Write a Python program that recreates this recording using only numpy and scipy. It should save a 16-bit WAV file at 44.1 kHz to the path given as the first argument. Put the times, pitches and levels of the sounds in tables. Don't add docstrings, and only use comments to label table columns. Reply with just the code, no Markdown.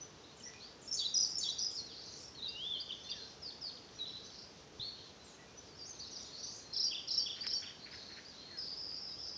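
import sys
import numpy as np
from scipy import signal
from scipy.fft import rfft, irfft
from scipy.io import wavfile
from scipy.ndimage import uniform_filter1d

SR = 44100
rng = np.random.default_rng(int(sys.argv[2]) if len(sys.argv) > 2 else 0)


def pcm_store(signal):
    levels = np.round(np.clip(np.atleast_2d(signal), -1, 1) * 32767)
    wavfile.write(sys.argv[1], SR, levels.astype(np.int16).T)


def attenuation_scalar(level_db):
    decades = np.asarray(level_db, float) / 20
    return 10 ** decades


N = 413216
TIME = np.arange(N) / SR

# start in seconds, end in seconds, level in dB, centre pitch in Hz.
BREATHS = [
    (8.59, 8.745, -42, 4780),
    (8.785, 8.996, -42.5, 4900),
    (9.025, 9.161, -43.5, 4975),
    (9.196, 9.4, -43.1, 5010),
]
TRILL_EDGE_S = .011


def colour(x, points):
    hz, db = np.transpose(points)
    grid = np.log(np.fft.rfftfreq(N, 1 / SR) + 1)
    return irfft(rfft(x) * attenuation_scalar(np.interp(grid, np.log(hz), db)), N)


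def rms_one(x):
    return x / np.sqrt(np.mean(x ** 2) + 1e-20)


def band(x, low_hz, high_hz):
    return signal.sosfilt(signal.butter(2, [low_hz, high_hz], "band", fs=SR, output="sos"), x)


def flutter(low_hz, high_hz):
    return rms_one(band(rng.standard_normal(N), low_hz, high_hz))


def wood(x, direct_db, near_db, t60):
    sway = .5
    t = TIME[:SR]
    near, far = rng.standard_normal((2, SR)) * attenuation_scalar(-60 * t / np.array([[.05], [t60]]))
    far = far * (1 - np.exp(-t / 0.0049))
    path = attenuation_scalar(near_db) * near / np.linalg.norm(near) + far / np.linalg.norm(far)
    path[0] += attenuation_scalar(direct_db)
    spectrum = rfft(path)
    power = abs(spectrum) ** 2
    even = spectrum * np.sqrt(power.mean() / uniform_filter1d(power, size=250))
    path = irfft(even, SR)[:SR * 9 // 10]
    shaken = x * (1 + sway * flutter(12, 90)) / np.hypot(1, sway)
    return path[0] * (x - shaken) + signal.fftconvolve(shaken, path)[:N]


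def glides(rows, early=.68, lift_hz=0, at_s=0, gain_db=0):
    return [(at_s + s, length, a, a + early * (b - a) + lift_hz, b, db + gain_db)
            for s, length, a, b, db in rows]


def whistles(notes, edge_s, hoarse, fade_db=0):
    out = np.zeros(N + SR)
    for s, length, start_hz, middle_hz, end_hz, db in notes:
        u = np.linspace(0, 1, max(int(length * SR), 64))
        hz = start_hz * (1 - u) * (1 - 2 * u) + 4 * middle_hz * u * (1 - u) + end_hz * u * (2 * u - 1)
        from_edge = np.minimum(u, 1 - u) * length
        shape = np.sin(np.pi / 2 * np.clip(from_edge / edge_s, 0, 1)) ** 2
        level_db = db + fade_db * (.4 - u) * (end_hz < start_hz)
        tone = np.sin(2 * np.pi * np.cumsum(hz) / SR)
        at = int(max(s, 0) * SR)
        out[at:at + len(u)] += np.sqrt(2) * attenuation_scalar(level_db) * shape * tone
    return out[:N] * (1 + hoarse * flutter(40, 280))


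def air():
    # frequency in Hz, density in dB per Hz.
    rush_curve = [(18, -40), (30, -22), (64, -0.5), (96, -0.5), (446, -2.5), (548, -5), (2210, -14.5),
                  (4820, -12), (5920, -11.5), (7110, -22.5), (9240, -47.5), (15600, -120)]
    rush = rms_one(colour(rng.standard_normal(N), rush_curve))
    stir = attenuation_scalar(1.3 * flutter(0.94, 5)) - 1
    rush = rush + stir * band(rush, 2800, 7900)
    drone = flutter(425, 465) * np.interp(TIME, [6.2, 7.2], [1, .3])
    return attenuation_scalar(-57.5) * rush + attenuation_scalar(-71.5) * drone


def haze():
    # start in seconds, length in seconds, start pitch in Hz, end pitch in Hz, level in dB.
    distant_whistles = [(3.16, .12, 4170, 4160, -56.5), (3.92, 0.075, 5900, 5800, -65),
                        (4.21, .09, 5450, 6300, -62), (5.17, .19, 4050, 3980, -69),
                        (6.58, .14, 4150, 4250, -63), (8.37, .24, 4130, 4300, -61),
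                        (7.9, 0.3, 4400, 4250, -64), (8.3, .14, 3880, 4080, -65),
                        (7.78, .09, 4600, 4600, -67), (6.3, .22, 4150, 4700, -58),
                        (8.1, .1, 4200, 3900, -66)]
    sung = whistles(glides(distant_whistles), edge_s=.04, hoarse=.6)
    return wood(sung, direct_db=-4, near_db=1, t60=0.42)


def chatter(per_s=260):
    # start in seconds, length in seconds, start pitch in Hz, end pitch in Hz, level in dB.
    loose_flocks = [(1.9, .34, 4400, 5300, -55), (2.9, .32, 5900, 3800, -63), (4.26, .22, 5000, 4800, -58),
                    (.6, .11, 4000, 4700, -59.5), (4.1, .25, 4700, 4400, -60.5),
                    (6.0, .3, 5000, 5300, -59.5), (6.329, .26, 5200, 5700, -54), (8.3, .2, 4200, 3400, -64),
                    (7.902, .59, 5800, 5000, -67), (8.6, .15, 4600, 4500, -59),
                    (4.92, .18, 3900, 3700, -61), (1.96, .28, 4500, 7300, -63.5)]
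    tight_flocks = [(6.3, .26, 4200, 4750, -56), (6.15, .08, 5650, 5750, -52), (6.47, .13, 6100, 6200, -56),
                    (6.5, .1, 6900, 6900, -66), (7.79, .39, 4350, 4250, -59), (5.9, 0.49, 4300, 3900, -61),
                    (.24, .09, 4100, 4000, -65), (2.03, .15, 6000, 6150, -60)]
    loose_spread_hz, tight_spread_hz = 730, 290
    flocks = [(*row, loose_spread_hz) for row in loose_flocks]
    flocks += [(*row, tight_spread_hz) for row in tight_flocks]
    notes = []
    for s, length, start_hz, end_hz, db, spread_hz in flocks:
        when, slide, loud = rng.random((150, 3))[:int(per_s * length)].T
        scatter_hz = spread_hz * rng.uniform(-1.07, 1, 150)[:len(when)]
        hz = start_hz + (end_hz - start_hz) * when + scatter_hz
        swell_db = db - 6.2 * (2 * when - 1) ** 2 - 5.8 * loud
        lengths = np.full(len(when), 0.011)
        notes += zip(s + when * length, lengths, hz + 490 * slide, hz, hz - 1460 * slide, swell_db)
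    return wood(whistles(notes, edge_s=0.0046, hoarse=0.67), direct_db=-4, near_db=-3, t60=0.4)


def far_birds():
    # start in seconds, length in seconds, start pitch in Hz, level in dB.
    far_pipes = [(.003, 0.041, 5960, -54), (.455, 0.07, 1958, -59.5), (.535, .06, 2440, -61.5),
                 (5.385, 0.056, 1945, -65), (5.465, 0.047, 2410, -71), (5.568, 0.037, 5940, -58.5),
                 (5.985, 0.023, 5850, -55), (6.254, 0.024, 4240, -58.5), (6.425, 0.034, 5780, -48.5),
                 (9.282, .026, 3950, -65), (9.075, .026, 4000, -64), (9.098, .045, 3800, -67)]
    far_rises = [(.232, 0.027, 3520, -62), (.598, 0.072, 3970, -58), (3.24, .022, 4860, -66),
                 (3.275, .014, 4840, -54), (3.296, 0.02, 4840, -57), (3.315, .014, 4500, -57),
                 (4.07, 0.018, 4800, -55), (7.829, .033, 3890, -57), (9.15, 0.075, 3000, -71.5),
                 (7.8, .035, 3800, -63)]
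    far_falls = [(.399, 0.017, 3240, -57), (2.275, .017, 5700, -52), (2.344, 0.013, 3400, -57),
                 (3.984, 0.017, 2710, -62), (5.675, 0.087, 5000, -68), (9.205, .018, 3600, -64),
                 (9.345, .022, 3600, -66), (9.225, .045, 5850, -57), (4.1, .02, 5800, -58)]
    kinds = [(far_pipes, 1.01), (far_rises, 1.22), (far_falls, .86)]
    rows = [(s, length, hz, hz * ratio, db - 1.9) for calls, ratio in kinds for s, length, hz, db in calls]
    return wood(whistles(glides(rows, early=.5), edge_s=.012, hoarse=.2), direct_db=5.5, near_db=0.5, t60=0.3)


def scolds(pulse_hz=140, length_s=0.038):
    # start in seconds, peak level in dB.
    outbursts = [(7.3624, -48), (7.432, -44), (7.6168, -46), (7.675, -48.5), (7.857, -46.5), (7.917, -45.5),
                 (8.094, -47.5), (8.164, -44)]
    half_s = length_s / 2
    gate = sum(attenuation_scalar(db - 13) * np.exp(-((TIME - s - half_s) / half_s) ** 4) for s, db in outbursts)
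    rasp = rng.standard_normal(N) * (1 + np.cos(2 * np.pi * pulse_hz * TIME))
    throat = band(band(rasp, 1450, 2600), 1200, 3200)
    return wood(gate * rms_one(throat), direct_db=1.1, near_db=-2.7, t60=0.64)


def trill_breaths():
    rest_db, onset_hz, settle_s, tire_db_per_s = -56, 259, .04, 10.5
    level_db, centre_hz = np.full(N, rest_db), np.zeros(N)
    for start, end, db, hz in BREATHS:
        age = TIME - start
        on = np.clip(np.minimum(age, end - TIME) / TRILL_EDGE_S + 1, 0, 1)
        level_db = level_db + on * (db + 1 - tire_db_per_s * age - level_db)
        settling_hz = hz + onset_hz * np.exp(-np.maximum(age, 0) / settle_s)
        centre_hz = np.where(age > -TRILL_EDGE_S, settling_hz, centre_hz)
    return level_db, centre_hz


def trill(per_s=100, sweep_hz=331, uneven=.25):
    level_db, centre_hz = trill_breaths()
    wobble, effort, waver = [flutter(15, 70) for k in range(3)]
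    stroke = np.cumsum(per_s * (1 + uneven * wobble)) / SR % 1
    hz = centre_hz + 103 * waver + sweep_hz * (1 - 2 * stroke)
    tone = np.sin(2 * np.pi * np.cumsum(hz) / SR)
    sung = attenuation_scalar(level_db + 1.7 * effort - 3) * (centre_hz > 0) * np.sin(np.pi * stroke) * tone
    openings = [(s - .018, .022, hz + 120, hz + 330, db - 7.5) for s, end, db, hz in BREATHS]
    sung = sung + whistles(glides(openings, early=.9), edge_s=0.0063, hoarse=.2)
    return wood(sung, direct_db=2.2, near_db=1.5, t60=0.53)


def arch():
    # time in seconds, pitch in Hz, level in dB.
    arch_points = [
        (2.46, 2740, -66),
        (2.555, 2784, -49),
        (2.59, 2960, -47),
        (2.634, 3304, -40),
        (2.69, 3610, -41.5),
        (2.72, 3480, -37.5),
        (2.765, 3103, -40),
        (2.785, 2850, -61),
    ]
    s, hz, level_db = np.transpose(arch_points)
    hz, level_db = np.interp(TIME, s, hz), np.interp(TIME, s, level_db)
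    sounding = (TIME > s[0]) & (TIME < s[-1])
    tone = np.sin(2 * np.pi * np.cumsum(uniform_filter1d(hz, size=900)) / SR)
    return wood(attenuation_scalar(level_db - 5) * sounding * tone, direct_db=5.9, near_db=-1.5, t60=0.67)


def whistlers():
    # start in seconds, length in seconds, start and end pitch in Hz, level in dB.
    loose_whistles = [(3.032, .038, 6170, 6130, -57), (8.94, .055, 5330, 5570, -54),
                      (9.26, .045, 5650, 6100, -59), (8.612, .035, 4330, 4330, -56),
                      (8.57, .026, 5150, 5350, -49), (8.592, .07, 5340, 5250, -54),
                      (3.086, .021, 2860, 2710, -54), (3.09, 0.03, 5460, 5950, -54),
                      (3.142, .036, 5100, 5700, -57), (3.983, .022, 4300, 3930, -50),
                      (3.995, 0.055, 3920, 3850, -45.5), (4.057, .055, 4030, 3950, -48),
                      (4.132, 0.058, 3900, 4050, -51), (4.795, 0.055, 3440, 4400, -44),
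                      (4.81, .044, 3020, 4290, -52), (4.839, 0.063, 4430, 4356, -49),
                      (5.24, 0.12, 7700, 6360, -67), (3.115, 0.13, 2037, 1520, -66),
                      (8.485, .12, 2100, 1520, -64.5)]
    jumble = [(5.748, 0.04, 4950, 5750, -60), (5.805, .025, 5500, 5500, -59),
              (5.785, 0.035, 4900, 4750, -55), (5.812, .03, 4750, 4600, -50),
              (5.837, 0.038, 4680, 6550, -52.5), (5.872, 0.028, 6650, 6400, -54),
              (5.892, .03, 6450, 6080, -48), (5.994, 0.028, 4200, 5000, -47),
              (6.016, 0.04, 4850, 3750, -51), (6.051, 0.03, 5550, 5000, -58), (6.07, .016, 4950, 5200, -55),
              (6.107, 0.02, 6600, 5800, -55), (6.122, .038, 5880, 5500, -51),
              (6.154, 0.025, 5500, 4050, -48), (6.452, .026, 5750, 6350, -51),
              (6.217, .024, 7300, 6250, -62), (6.251, .028, 7300, 6200, -63),
              (2.347, .036, 4420, 4150, -53), (2.376, .025, 4150, 3600, -52),
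              (2.394, 0.03, 3620, 3750, -51), (2.418, .017, 3700, 4120, -46), (2.43, .05, 4080, 3700, -43),
              (2.565, .025, 5300, 5850, -62), (2.643, .02, 5050, 5350, -61), (1.85, .045, 4350, 3800, -57),
              (1.888, .045, 3850, 2900, -58), (1.892, .045, 4650, 4750, -58), (2.445, .02, 3600, 3100, -56),
              (1.955, .048, 4050, 4800, -53), (2.23, .035, 5300, 5800, -53), (.395, .045, 7600, 5500, -64)]
    wide_arches = [
        (7.91, .08, 4700, 4250, -55),
        (8.245, .078, 4250, 4100, -56.5),
    ]
    slurs = [
        (2.891, .026, 3450, 2850, -45),
        (2.917, .026, 3820, 3150, -43),
        (3.111, .025, 3820, 3050, -43),
    ]
    # start in seconds, level in dB.
    swoops = [
        (3.417, -46.5),
        (3.609, -44),
    ]
    swoop_parts = [
        (0, .018, 5700, 5200, -6),
        (.008, .078, 5250, 4250, -.6),
    ]
    # start in seconds, length in seconds, start pitch in Hz, level in dB.
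    chips = [(3.499, 0.013, 4180, -52), (3.692, 0.011, 4120, -51), (3.705, .011, 4070, -52),
             (3.72, .011, 4070, -55), (3.768, 0.011, 4040, -53), (3.886, 0.01, 3950, -54),
             (4.049, .011, 4100, -48), (4.09, .012, 3950, -51), (4.118, .01, 3950, -57),
             (4.156, .012, 4000, -51), (4.298, .011, 4000, -57)]
    # start in seconds, level in dB, lead-in level in dB.
    chirps = [
        (2.476, -44, -62),
        (2.796, -43.5, -52.5),
        (3.094, -43.5, -55),
    ]
    # start re chirp in seconds, length in seconds, start and end in Hz.
    lead_in = [
        (-.054, 0.052, 4150, 4280),
        (-.043, 0.048, 3520, 3580),
    ]
    chip_drop_hz = 1350
    notes = glides(loose_whistles) + glides(jumble, early=.5) + glides(wide_arches, lift_hz=800)
    notes += glides(slurs, early=.55)
    for s, db in swoops:
        notes += glides(swoop_parts, early=.58, at_s=s, gain_db=db)
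    notes += glides([(s, length, hz, hz - chip_drop_hz, db) for s, length, hz, db in chips], early=0.36)
    for s, db, lead_db in chirps:
        notes += glides([(s, .028, 4050, 4350, db)], lift_hz=600)
        notes += glides([(*row, lead_db) for row in lead_in], at_s=s)
    return notes


def warble(s, length, db, period_s, rise_s, from_hz, top_hz, low_hz, fall_db, first_db, fade_db, step_hz, early):
    notes, vary = [], 1 + 0.016 * rng.standard_normal((8, 3))
    for k, at in enumerate(np.arange(s, s + length, period_s)[:8]):
        level_db = db - fade_db * k + first_db * (k == 0)
        a, top, low = vary[k] * [from_hz, top_hz, low_hz]
        rise = (at, rise_s + 0.0039, a, top, level_db)
        fall = (at + rise_s - .004, period_s - rise_s + .006, top - step_hz, low, level_db + fall_db)
        notes += glides([rise], early=0.72) + glides([fall], early=early)
    return notes


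def warbler():
    # start in seconds, level in dB, low answer level in dB.
    phrases = [
        (6.729, -32.5, -43),
        (7.072, -34.3, -45),
        (7.43, -37, -52),
    ]
    # start in seconds, length in seconds, start and end pitch in Hz, level in dB.
    links = [(6.745, .03, 3900, 3100, -56), (6.722, .03, 4250, 4150, -53), (7.11, 0.026, 6300, 6700, -60),
             (7.35, .03, 4000, 4300, -60), (7.365, .04, 3100, 3180, -56), (7.406, .023, 4470, 4800, -39.5),
             (7.565, .015, 7500, 6200, -64), (7.596, 0.023, 7300, 5800, -61),
             (6.865, .045, 2850, 3300, -61), (7.17, .07, 2850, 3300, -60), (7.507, .03, 3080, 3200, -53),
             (7.085, .03, 4500, 3800, -47)]
    # start in the phrase and length in seconds, start and end in Hz, dB re answer level.
    answer = [
        (.179, .03, 3500, 2550, -0.1),
        (.214, .03, 3720, 2700, 0.1),
        (.25, .028, 3550, 2850, -2),
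    ]
    turn = dict(period_s=.032, rise_s=.012, from_hz=4450, top_hz=5550, low_hz=3900, fall_db=-9.5,
                first_db=-7, fade_db=-.3, step_hz=150, early=.72)
    crest = (.102, .024, 5450, 5700, -2.5)
    notes = glides(links, early=.55)
    for k, (s, db, answer_db) in enumerate(phrases):
        sag_hz, lag_s = 90 * k, .006 * k
        held = (.119, .042, 4850 - sag_hz, 4620 - sag_hz, -3.5)
        notes += warble(s, .12, db, **turn)[:-1]
        notes += glides([crest, held], early=.45, at_s=s, gain_db=db)
        notes += glides(answer, early=0.415, at_s=s + lag_s, gain_db=answer_db)
    return notes


def first_singer():
    # start in seconds, lisp level in dB.
    lines_sung = [
        (.364, -64.5),
        (.812, -60.5),
        (1.256, -62),
        (1.704, -61),
    ]
    # start in seconds, gain in dB.
    verses = [
        (.812, -0.1),
        (1.252, -1.2),
    ]
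    # start in the line and length in seconds, start and end in Hz, dB.
    verse = [
        (.062, .025, 5240, 5490, -46),
        (.098, 0.044, 5383, 5368, -36),
        (.127, .027, 7400, 6030, -40),
        (.157, 0.04, 4500, 4600, -37.5),
        (.176, .032, 4176, 3440, -39),
        (.2, .034, 3450, 3340, -43),
        (.26, .022, 4147, 4910, -44.5),
    ]
    verse_turn = [
        (.233, 0.0276, 3714, 3423, -36),
    ]
    # start and length in seconds, start and end pitch in Hz, dB.
    graces = [(.432, 0.048, 5300, 5920, -50.5), (.473, .018, 5820, 5300, -56),
              (.923, .015, 5320, 6480, -39), (1.451, 0.035, 5320, 5670, -45),
              (1.495, 0.014, 5950, 6150, -40), (1.578, 0.024, 4740, 4510, -43.5),
              (1.749, .024, 5450, 5000, -45), (1.766, .04, 5050, 4200, -45), (1.8, 0.056, 4150, 4330, -53),
              (1.232, .03, 5200, 4550, -40), (1.315, .025, 5350, 5500, -46), (1.17, .012, 5900, 6350, -42),
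              (1.765, .04, 5300, 5800, -50), (1.69, 0.035, 3900, 3230, -61.5)]
    # start in seconds, length in seconds, level in dB.
    buzzes = [
        (1.138, .1, -29.5),
        (1.583, .08, -36),
    ]
    turn = dict(period_s=.0295, rise_s=.013, from_hz=5650, top_hz=5850, low_hz=4930, fall_db=0.1,
                first_db=-3, fade_db=1.7, step_hz=400, early=.78)
    notes = glides(graces)
    for s, db in lines_sung:
        notes += glides([(s + gap_s, .034, 7550, 5700, db) for gap_s in (0, .033)], early=.45)
    for s, db in verses:
        notes += glides(verse, at_s=s, gain_db=db)
        notes += glides(verse_turn, lift_hz=499, at_s=s, gain_db=db)
    for row in buzzes:
        notes += warble(*row, **turn)
    return notes


def singers():
    edge_s, hoarse = .005, .3
    first = wood(whistles(first_singer(), edge_s, hoarse, fade_db=0.1), direct_db=3.1, near_db=0.5, t60=0.55)
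    second = wood(whistles(warbler(), edge_s, hoarse, fade_db=8), direct_db=2.2, near_db=2.2, t60=0.55)
    middle = wood(whistles(whistlers(), edge_s, hoarse, fade_db=3), direct_db=2.4, near_db=-0.8, t60=0.64)
    return attenuation_scalar(-4.1) * first + attenuation_scalar(-4.6) * second + attenuation_scalar(-3.9) * middle


def ticks():
    # time in seconds, peak level in dB.
    snaps = [
        (.032, -52),
        (.537, -42),
        (7.468, -31),
        (8.921, -46),
    ]
    clicks = np.zeros(N)
    clicks[[int(s * SR) for s, db in snaps]] = [attenuation_scalar(db + 19) for s, db in snaps]
    age = np.maximum(TIME - 4.796, 0)
    bump = attenuation_scalar(-44) * np.sin(2 * np.pi * 116 * age) * np.exp(-age / 0.0084)
    return band(band(clicks, 860, 5500), 432, 6800) + bump


def scene():
    birds = singers() + far_birds() + haze() + trill() + chatter() + scolds() + arch()
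    return (birds + ticks() + air())[None]


def low_pass(x):
    return signal.sosfilt(signal.butter(12, 15400, fs=SR, output="sos"), x)


def record(dry):
    # frequency in Hz, level in dB.
    image_leak = [(7900, -1), (8600, -9), (9300, -22.5), (9900, -34), (10400, -66.5)]
    first_rate_hz = 16000
    x = signal.sosfilt(signal.cheby2(8, 22, first_rate_hz / 2, fs=SR, output="sos"), dry[0])
    x = signal.sosfilt(signal.butter(6, 8600, fs=SR, output="sos"), x)
    mirror = 2 * band(x, 4500, 9000) * np.cos(2 * np.pi * first_rate_hz * TIME)
    hiss = attenuation_scalar(-93.5) * rng.standard_normal(N)
    return low_pass((x + colour(mirror, image_leak) + hiss)[None])


dry = scene()
out = record(dry)
pcm_store(out)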